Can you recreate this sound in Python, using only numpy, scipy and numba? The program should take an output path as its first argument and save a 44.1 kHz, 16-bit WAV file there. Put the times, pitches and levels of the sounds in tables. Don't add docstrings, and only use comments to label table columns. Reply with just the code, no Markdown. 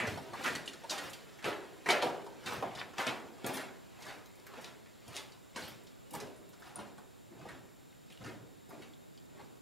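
import sys
import numpy as np
from scipy import signal
from scipy.fft import rfft, irfft, next_fast_len
from scipy.io import wavfile
from scipy.ndimage import uniform_filter1d
from numba import njit

SR = 44100
rng = np.random.default_rng(int(sys.argv[2]) if len(sys.argv) > 2 else 0)


def volts_from_decibels(level):
    exponent = np.asarray(level, float) / 20
    return 10 ** exponent


def to_wav(s):
    ch = np.atleast_2d(s).T
    pcm = np.round(np.clip(ch, -1, 1) * 32767)
    wavfile.write(sys.argv[1], SR, pcm.astype(np.int16))


N = 423889


def level(x, db):
    return x * volts_from_decibels(db) / np.sqrt(np.mean(x ** 2))


def shaped(gain, size):
    hz = np.arange(size // 2 + 1) * SR / size + 1
    return irfft(rfft(rng.standard_normal(size)) * gain(hz), size)


def coloured(points):
    hz, db = np.transpose(points)
    return shaped(lambda f: volts_from_decibels(np.interp(np.log(f), np.log(hz), db)), next_fast_len(N))[:N]


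def walk(rate_hz):
    hold = int(SR / rate_hz)
    held = np.repeat(rng.standard_normal(N // hold + 1), hold)[:N]
    return uniform_filter1d(uniform_filter1d(held, hold), hold)


@njit
def rings(start, hz, t60, size):
    out = np.zeros(N)
    for g in range(len(start)):
        turn = 2 * np.pi * hz[g] / SR
        step = np.exp(1j * turn - np.log(1000) / t60[g] / SR)
        follow = 1 - np.exp(-turn)
        z, soft, softer = size[g] + 0j, 0., 0.
        first = max(int(start[g] * SR), 0)
        for i in range(first, min(first + int(t60[g] * SR) + 8, N)):
            z *= step
            soft += follow * (z.imag - soft)
            change = follow * (soft - softer)
            softer += change
            out[i] += 2 * change / turn
    return out


def grains(start, chance, hz, octaves, cycles, scatter_db, db):
    pitch = np.clip(hz * 2 ** (octaves * chance[0]), 50, 13000)
    size = volts_from_decibels(db + scatter_db * chance[1]) * np.sign(chance[2])
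    return rings(start.ravel(), pitch.ravel(), (cycles / pitch).ravel(), size.ravel())


def camcorder():
    # pitch_hz, density_db
    hiss = [(15, -43), (25, -10.5), (123, 1), (306, -4), (1120, -11.5), (2870, -15), (3750, -15),
            (6260, -20.5), (8900, -19.5), (13200, -23.5), (15700, -22.5)]
    # pitch_hz, width_hz, level_db
    drive = [(3730, 120, -80), (5450, 160, -91), (7240, 470, -74.5), (11600, 340, -83.5), (14900, 250, -90)]
    # pitch_hz, density_db
    rumble_colour = [(15, -46), (25, -17), (140, 0.5), (315, -2.5), (745, -12.5), (976, -17), (3110, -35.5),
                     (4070, -38), (4410, -40), (10700, -45), (13000, -41), (15700, -54)]
    mid = level(coloured(hiss), -64.1)
    for hz, width, db in drive:
        band = shaped(lambda f: 1 / (1 + (2 * (f - hz) / width) ** 2), next_fast_len(N))[:N]
        mid = mid + level(band, db)
    rumble = level(coloured(rumble_colour), -56) * volts_from_decibels(1.7 * walk(2.04))
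    return np.array([mid - 0.074 * rumble, rumble])


def scrapes():
    # start_s, length_s, level_db,
    # pitch_hz, spread_octaves
    drags = [(0.0, .012, -29, 1630, 0.22), (0.013, 0.026, -24, 2040, 0.11), (0.041, 0.024, -29, 1900, .15),
             (0.07, 0.0069, -38.5, 285, 0.27), (0.436, 0.028, -24, 2520, 0.63),
             (0.462, .04, -25.5, 1710, 0.18), (0.678, 0.018, -36, 3000, 0.041),
             (0.899, 0.032, -24.5, 5140, 0.12), (1.093, 0.018, -35, 7950, 0.31),
             (1.126, 0.014, -41, 10500, .2), (1.454, .04, -26, 421, 0.23), (1.858, 0.013, -28, 1960, .1),
             (1.884, 0.028, -20, 2016, 0.043), (1.888, 0.024, -21.5, 3050, 0.039),
             (1.89, 0.041, -18, 4800, .1), (1.90, 0.043, -24, 950, 0.34), (1.922, 0.035, -37, 2200, 0.33),
             (1.957, .025, -29, 637, .15), (2.022, 0.0042, -29, 3500, 0.44),
             (2.024, 0.0095, -23, 4300, 0.045), (2.025, .014, -24.5, 840, 0.29),
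             (2.045, .05, -25, 780, 0.15), (2.10, .08, -33.5, 546, 0.16), (2.53, .008, -38, 13000, 0.092),
             (2.632, 0.053, -34, 750, 0.18), (2.773, 0.05, -29.5, 3330, 0.41),
             (2.981, 0.032, -39, 1010, 0.12), (3.056, 0.0085, -42, 8000, 0.36),
             (3.068, .03, -25, 2960, 0.23), (3.089, .04, -31.5, 990, 0.26), (6.106, 0.0085, -39, 10000, .2),
             (6.12, 0.019, -50, 496, 0.33), (6.229, 0.061, -40, 610, 0.42), (6.373, .004, -52, 9000, .2),
             (6.598, 0.0035, -48, 9970, .15), (6.745, .014, -48, 900, 0.45), (6.79, .03, -41, 3520, 0.13),
             (8.17, 0.0085, -59, 2850, .05), (8.69, 0.0093, -43, 10000, .3), (8.72, 0.078, -53, 500, 0.35),
             (0.052, .04, -33, 2000, .12), (0.068, 0.011, -34, 6760, .25), (0.336, .03, -43, 1408, .35),
              (0.353, .02, -48, 4000, .5), (0.434, 0.017, -28, 7000, .3), (1.893, 0.026, -18, 3600, 0.5),
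              (1.91, 0.028, -24, 4200, .4), (2.631, 0.044, -37, 1900, 0.25), (2.708, .012, -43, 2800, .4),
              (3.076, 0.049, -35, 4200, .45), (4.61, 0.029, -39.5, 7940, .4), (4.556, .05, -44, 3500, 0.65),
              (5.144, 0.027, -36, 4400, .08), (5.15, .014, -46, 8500, .35), (6.115, 0.013, -48, 253, 0.4),
              (6.138, .012, -37, 414, 0.54), (5.563, .03, -36, 895, .4), (0.897, .035, -26, 5500, .35),
              (5.167, .04, -34, 4200, .5)]
    s, length, db, hz, octaves = np.array(drags).T[:, :, None]
    chance = rng.standard_normal((4, len(s), 24))
    along = np.clip((np.arange(24) + .5 + .4 * chance[3]) / 24, .01, .99)
    swell_db = 20 * np.log10(np.sin(np.pi * along ** .7)) - 6
    return grains(s + length * along, chance, hz, octaves, cycles=9.7, scatter_db=2.5, db=db + swell_db)


def cracks():
    # start_s, gravel_peak_db, pitch_hz,
    # thud_db, grit_db
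    stone_knocks = [(0.001, -18, 1960, -35, -37), (0.036, -37, 2120, -28, -46), (0.071, -30, 1900, -28, -37),
                    (0.334, -26.5, 1090, -43, -45), (0.408, -35, 810, -32, -59),
                    (0.459, -15.5, 1820, -48, -37), (0.552, -26.5, 1670, -45, -30.5),
                    (0.678, -44, 2980, -44, -36.5), (0.734, -39, 1620, -60, -41.5),
                    (0.897, -17, 5930, -61, -43), (0.907, -38, 4450, -39, -29),
                    (0.982, -24.5, 2210, -42, -33), (1.1327, -38, 2880, -58, -37.5),
                    (1.444, -23.5, 2620, -29, -34.5), (1.861, -26, 1020, -31, -39),
                    (1.887, -22, 2120, -23, -30.5), (1.9063, -25, 2180, -40, -28.5),
                    (2.023, -17, 1000, -22.5, -37), (2.462, -23, 2820, -38, -34),
                    (2.625, -20.5, 819, -28, -48), (2.982, -23.5, 1000, -29, -36),
                    (3.068, -26, 1750, -22.5, -31.5), (3.444, -29.5, 1840, -23, -42),
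                    (3.466, -37, 1010, -43, -42),
                    (3.57, -27.5, 1980, -56, -35.5), (4.002, -50, 3030, -62, -58),
                  (4.023, -32, 4960, -50, -46), (4.577, -38, 860, -36, -54), (4.644, -32, 3820, -44, -50),
                  (5.082, -55, 870, -57, -58), (5.146, -40, 4170, -67, -50), (5.166, -30, 3500, -51, -31),
                  (5.562, -31.5, 1510, -37.5, -35), (5.628, -33, 3930, -39, -51),
                  (6.108, -58, 1750, -49, -51), (6.139, -33, 880, -46, -45), (6.202, -35, 1750, -57, -37.5),
                  (6.532, -44, 1240, -66, -52), (6.763, -34.5, 1110, -39, -47),
                  (6.98, -39.5, 1130, -43, -51), (7.455, -38.5, 950, -32.5, -59),
                  (8.102, -42, 2790, -45, -53), (8.213, -51, 977, -43, -63), (8.246, -34.5, 1520, -39, -45),
                  (8.691, -51, 850, -41, -55), (8.706, -36.5, 1240, -54, -55),
                  (8.821, -38.5, 2500, -59, -52), (9.395, -40.5, 1070, -36, -61)]
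    # start_s, peak_db, pitch_hz
    pebbles = [(0.175, -29, 880), (0.443, -31, 1190), (0.842, -36, 865), (1.0444, -52, 2260),
               (1.389, -38.5, 2220), (1.427, -35, 1920), (2.156, -55, 866), (2.216, -43, 795),
               (2.265, -36.5, 840), (2.44, -39, 1060), (2.523, -26, 1016), (2.755, -40, 1570),
               (2.774, -33, 2200), (2.8, -33, 1750), (2.936, -37.5, 1450), (3.381, -44, 885),
               (3.607, -30, 1660), (4.065, -34, 1340), (4.468, -39, 1650), (4.538, -38, 1060),
               (5.32, -38, 4300), (5.87, -40, 4330), (6.621, -37.5, 1500), (6.665, -45, 1220),
               (6.79, -34.5, 860), (6.872, -44, 935), (7.394, -44, 810), (7.489, -32, 1500),
               (8.174, -50, 2820), (8.262, -33.5, 1550),
               (0.659, -32, 7530),
        (1.049, -45, 8300),
        (2.753, -30, 4500),
        (5.165, -30, 5130),
        (4.86, -44, 2070),
        (7.415, -45, 1140),
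        (7.927, -58, 2100),
        (8.9327, -54, 3540),
        (9.177, -49, 3900),
    ]
    small = []
    for s, db, hz in pebbles:
        thud_db = db - 8.5 - 7 * np.log2(hz / 1000)
        small.append((s, db, hz, thud_db, db - 14.5))
    knocks = stone_knocks
    s, gravel_db, hz, thud_db, grit_db = np.array(knocks + small).T[:, :, None]
    is_pebble = np.arange(len(s))[:, None] >= len(knocks)
    octaves = np.where(is_pebble, 0.17, 0.25)
    crush_s = np.where(is_pebble, 0.007, 0.012)
    chance = rng.standard_normal((3, 3, len(s), 24))
    chance[:, 0] = np.argsort(chance[:, 0]) / 7.3 - 1.57
    late = np.linspace(0, 1, 24) ** 1.5
    start = s - .001 + 1.6 * crush_s * late
    fade_db = -11 * late - 1.5 * np.exp(-late / 0.2)
    thud = grains(start, chance[0], 428, 0.64, 2.5, 0.5, thud_db - 6.5 + fade_db)
    gravel = grains(start, chance[1], hz, octaves, 8.1, 0.53, gravel_db - 7.5 + fade_db)
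    grit = grains((s + start) / 2, chance[2], 5930, 0.4, 4.6, 1.4, grit_db + 6 + fade_db)
    return thud + gravel + grit


def ticks():
    # start_s, level_db, pitch_hz, spread_octaves
    edges = [(0.001, -28, 1490, 0.63), (0.333, -38.5, 1200, 0.46), (0.457, -25, 1810, 0.43),
             (0.462, -28, 3800, 0.18), (0.479, -27, 2960, 0.36), (0.56, -28, 4200, 0.23),
             (0.678, -34.5, 3050, 0.12), (0.838, -41, 2470, 1.2), (0.9, -29, 5000, 0.51),
             (0.98, -33, 4000, 0.82), (1.444, -42, 1990, 0.84), (1.89, -19, 2500, 0.67),
             (1.904, -22, 1200, 0.19), (1.932, -29, 1990, .6), (2.0245, -24, 2500, 0.93),
             (2.461, -37, 3000, 0.42), (2.626, -29, 1200, 0.68), (2.751, -42, 5000, 0.55),
             (2.984, -25.5, 2480, 0.59), (3.068, -21.5, 1480, 0.98), (3.072, -28.5, 2500, 0.46),
             (3.093, -28, 1800, 0.63), (3.446, -34, 2190, 0.81), (4.007, -51, 5000, 1),
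             (4.537, -53, 1103, 0.42), (4.645, -33, 4470, 0.46), (5.166, -27.5, 4530, 0.19),
             (5.56, -36, 3220, 0.54), (6.106, -56, 3000, 0.72), (6.202, -51, 5000, 0.45),
             (7.927, -56, 2090, 0.1), (8.175, -54, 3300, .3), (8.935, -56, 3500, .1),
             (9.176, -52, 3740, .15), (2.775, -38, 3500, 0.55), (2.789, -41, 4000, 0.49),
             (2.815, -31, 2000, 0.54), (5.143, -42, 3000, .5), (5.152, -42, 6000, .5),
             (5.159, -32.5, 6000, .6), (4.40, -46, 7000, .5), (2.019, -35, 3000, 0.56),
             (0.074, -30.5, 500, .6)]
    s, db, hz, octaves = np.array(edges).T[:, :, None]
    chance = rng.standard_normal((3, len(s), 8))
    chance[0] = np.argsort(chance[0]) / 2.3 - 1.5
    late = np.linspace(0, 1, 8)
    start = s - .0005 + 0.0014 * late
    return grains(start, chance, hz, octaves, cycles=6.2, scatter_db=1.0, db=db - 3.5 - 6 * late)


def load(size):
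    # full_load_s, ground_db, coarse_db, gravel_db, grit_db
    landings = [(0.003, -53, -32.5, -37.5, -55), (0.08, -41.5, -35.5, -44.5, -47),
                (0.465, -52.5, -30.5, -39, -41), (0.915, -68, -55, -38.5, -45.5),
                (1.458, -49.5, -36, -33, -47), (1.872, -69, -36, -58, -48.5), (1.905, -62, -44, -27, -50),
                (2.035, -68, -29.5, -40.5, -47.5), (2.475, -49, -37.5, -40, -46.5),
                (2.65, -51, -39, -50.5, -73), (2.762, -53, -63, -66, -60), (2.995, -67, -47, -33, -45),
                (3.08, -69, -32, -39, -50), (3.464, -54, -32.5, -39, -48), (5.575, -54, -39.5, -44, -47.5),
                (3.54, -70, -61, -46, -46.5), (5.085, -53, -46.5, -53, -73), (5.635, -56, -62, -57, -51),
                (7.318, -55, -47.5, -73, -85), (8.215, -48.5, -56, -54, -60), (8.275, -48, -39.5, -50, -58),
                (6.15, -49, -37.5, -46, -68), (6.79, -55, -38.5, -48, -62), (8.73, -60, -40, -57.5, -67)]
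    # full_load_s, ground_db, coarse_db, gravel_db, grit_db
    rolls = [(0.42, -56, -42, -43.5, -52), (1.04, -55.5, -43, -45, -49), (2.075, -68, -43, -56, -68),
             (2.54, -49, -48, -41.5, -51), (3.505, -62, -56, -46, -59), (3.59, -75, -63, -43.5, -59),
             (4.09, -59.5, -47, -45.5, -52.5), (4.56, -72, -49, -51, -66), (4.66, -59, -50.5, -52, -57),
             (2.8, -62, -66, -48, -66), (5.175, -66, -68, -49, -51.5), (5.685, -66, -67, -56.5, -61),
             (6.22, -66, -40, -56, -57), (6.68, -63, -68, -54.5, -61.5), (7.41, -54, -47.5, -63, -84),
             (7.5, -50, -48, -50.5, -65), (8.14, -75, -77, -68, -66), (8.83, -65, -60, -61, -63.5),
             (9.4, -60, -49, -58.5, -68)]
    # quick_fall_db_per_s, trickle_db, trickle_fall_db_per_s, shuffle_between_steps_db
    settling = [(131, -10, 35, -73.5), (132, -15.5, 34, -54), (156, -22.5, 41, -58.5),
                (166, -21, 42, -61.5)]
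    t = np.arange(0, N + 64, 64) / SR
    quick, trickle_db, slow, shuffle_db = settling[size]
    power = volts_from_decibels(shuffle_db - 2 * t) ** 2
    for table, rise, speed in ((landings, 642, 1), (rolls, 132, 0.98)):
        for s, *db in table:
            after = speed * np.maximum(t - s, 0)
            settle = (volts_from_decibels(-quick * after) + volts_from_decibels(trickle_db - slow * after)) / (1 + volts_from_decibels(trickle_db))
            press = volts_from_decibels(db[size] + rise * np.minimum(t - s, 0))
            power = power + (press * settle) ** 2
    return np.interp(np.arange(N) / SR, t, np.sqrt(power))


def grinding():
    # middle_pitch_hz, spread_octaves, ring_cycles, grains_per_s, size_scatter_db, layer_level_db
    ground = (118, 0.5, 1.5, 150, -2.5, 3)
    # hz, octaves, cycles, per_s, db, db
    coarse = (416, 0.52, 3.5, 1300, 2.5, -10.5)
    # hz, octaves, cycles, per_s, db, db
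    gravel = (1597, 0.826, 3, 5500, 2.5, -3)
    # hz, octaves, cycles, per_s, db, db
    grit = (5000, 0.55, 4, 5500, 4, -2)
    out = 0
    for k, kind in enumerate((ground, coarse, gravel, grit)):
        hz, octaves, cycles, per_s, scatter_db, layer_db = kind
        chance = rng.standard_normal((3, 60000))
        start = np.cumsum(rng.exponential(size=60000)) / per_s
        chance[1] = np.minimum(chance[1] ** 2 / 2, 3)
        used = start < N / SR
        steady = grains(start[used], chance[:, used], hz, octaves, cycles, scatter_db, 0)
        out = out + level(steady, layer_db) * load(size=k)
    return out


def pings():
    # start_s, level_db, pitch_hz
    strikes = [(0.677, -36, 2920), (1.443, -34.5, 2590), (2.019, -34, 4200), (3.466, -41, 8660),
               (4.468, -56, 8200), (4.538, -48, 950), (5.623, -40, 4520), (6.751, -55, 900),
               (6.758, -37.5, 9430), (7.927, -54, 2080), (8.1746, -49.5, 2900), (8.24, -50, 5000),
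               (8.935, -52, 3400), (9.176, -53.5, 4700), (9.177, -58, 3360)]
    s, db, hz = np.transpose(strikes).copy()
    t60 = np.full(len(s), 0.012)
    return rings(s, hz, t60, volts_from_decibels(db))


def snaps():
    # start_s, peak_db, pitch_hz
    sand = [(2.6237, -44, 12300), (3.464, -28, 8200), (4.0073, -43, 10000), (4.0512, -47, 9100),
            (4.2577, -51, 7850), (4.3537, -49.5, 8500), (4.466, -43, 8050), (5.0794, -42, 7700),
            (5.679, -39, 9200), (5.8344, -58, 8370), (6.133, -34.5, 8930), (6.1495, -33.5, 8900),
            (6.3634, -48, 10100), (6.4894, -49, 10500), (6.757, -46, 9200), (7.6061, -54, 8150),
            (8.1229, -49, 7870)]
    s, db, hz = np.array(sand).T[:, :, None]
    chance = rng.standard_normal((3, len(s), 6))
    late = np.linspace(0, 1, 6) ** 1.5
    return grains(s + 0.0044 * late, chance, hz, 0.53, cycles=12.5, scatter_db=-7.0, db=db - 8 * late)


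def jingle():
    # pitch_hz, level_db, t60_s
    modes = [(7040, -14, 0.091), (7540, -6, 0.24), (9510, -12.5, 0.2), (9680, -10, 0.3), (10630, -16, 0.2),
             (10960, -17, 0.23), (11500, -12, 0.11), (12280, -21, 0.3), (13570, -19, 0.2),
             (14100, -15, 0.13), (14500, -15, 0.1), (15130, -20, 0.2)]
    # start_s, level_db
    touches = [
        (3.535, -41.5),
        (3.545, -45),
        (3.556, -51),
        (3.569, -58),
        (3.583, -53),
        (3.602, -59),
        (3.626, -61),
    ]
    hz, db, t60 = np.transpose(modes)
    s, touch_db = np.array(touches).T[:, :, None]
    size = volts_from_decibels(touch_db + db + 2.7 * rng.standard_normal((len(touches), len(hz))))
    t60 = np.minimum(t60, .16)
    return rings(*(np.ravel(v + 0 * size) for v in (s, hz, t60, size)))


def cross_modes(x):
    # pitch_hz, width_hz, lift_db
    resonances = [(120, 12, 4.5), (227, 11.5, 3), (390, 16.4, 5), (651, 18, 1), (950, 26, 2)]
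    out = x
    for hz, width, db in resonances:
        b, a = signal.iirpeak(hz, hz / width, SR)
        out = out + signal.lfilter(b, a, x) * (volts_from_decibels(db) - 1)
    return out


def walls(x, places, size, longest_s):
    # band_hz, t60_s, echo_db, sideways_share_db
    bands = [(82, 0.14, -10.5, -5), (183, 0.71, -8.5, -0.5), (347.5, 1, 0, -9.5), (709, 0.63, 2, -8.5),
             (1504, 0.5, 1.5, -9), (2980, 0.3, 2, -13.5), (5930, 0.31, -2, -19), (12300, 0.26, 2, -32)]
    t, f = np.arange(size) / SR, np.arange(size // 2 + 1) * SR / size + 1
    noise, echo = rfft(rng.standard_normal((2, places, size))), 0
    for hz, t60, db, side_db in bands:
        decay = volts_from_decibels(-60 * t / min(t60, longest_s))
        decay = decay / np.sqrt(np.sum(decay ** 2))
        window = np.cos(np.pi / 2 * np.clip(np.log2(f / hz), -1, 1)) ** 2
        gain = volts_from_decibels(db + np.array([0, side_db]))[:, None, None]
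        echo = echo + irfft(noise * window, size) * gain * decay
    hop = N // (places - 1) + 1
    padded, out = np.pad(x, (hop, 2 * hop)), np.zeros((2, N + 3 * hop + size))
    parts = np.array([padded[k * hop:(k + 2) * hop] for k in range(places)])
    parts = parts * np.sin(np.pi * np.arange(2 * hop) / (2 * hop))
    heard = signal.fftconvolve(np.float32(parts[None]), np.float32(echo), axes=2)
    for k in range(places):
        out[:, k * hop:(k + 2) * hop + size - 1] += heard[:, k]
    return out[:, hop:hop + N]


def tunnel(x):
    direct = x * np.array([[1], [0]])
    near = walls(x, places=400, size=2048, longest_s=0.082)
    far = walls(x, places=32, size=20480, longest_s=2)
    return volts_from_decibels(-5) * direct + volts_from_decibels(-1.5) * near + volts_from_decibels(-4) * far


def scene():
    dull = signal.butter(2, 11100, fs=SR, output="sos")
    edges = signal.sosfilt(dull, ticks()) + pings()
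    stones = signal.sosfilt(dull, cracks()) + snaps() + scrapes() + edges + grinding()
    steps = tunnel(cross_modes(stones) + jingle())
    steps = steps + volts_from_decibels(-0.5) * edges * np.array([[1], [0]])
    steps = signal.sosfilt(signal.butter(3, 101, "high", fs=SR, output="sos"), steps)
    treble = signal.butter(2, 11900, "high", fs=SR, output="sos")
    lag = signal.sosfiltfilt(treble, np.gradient(steps[0]))
    mid, side = steps + camcorder()
    side = side + volts_from_decibels(-5) * lag
    return np.array([mid + side, mid - side])


def low_pass(x):
    return signal.sosfilt(signal.butter(12, 15740, fs=SR, output="sos"), x)


def record(dry):
    mix = signal.sosfilt(signal.ellip(10, .3, 70, 15790, fs=SR, output="sos"), dry)
    return low_pass(mix)


dry = scene()
out = record(dry)
to_wav(out)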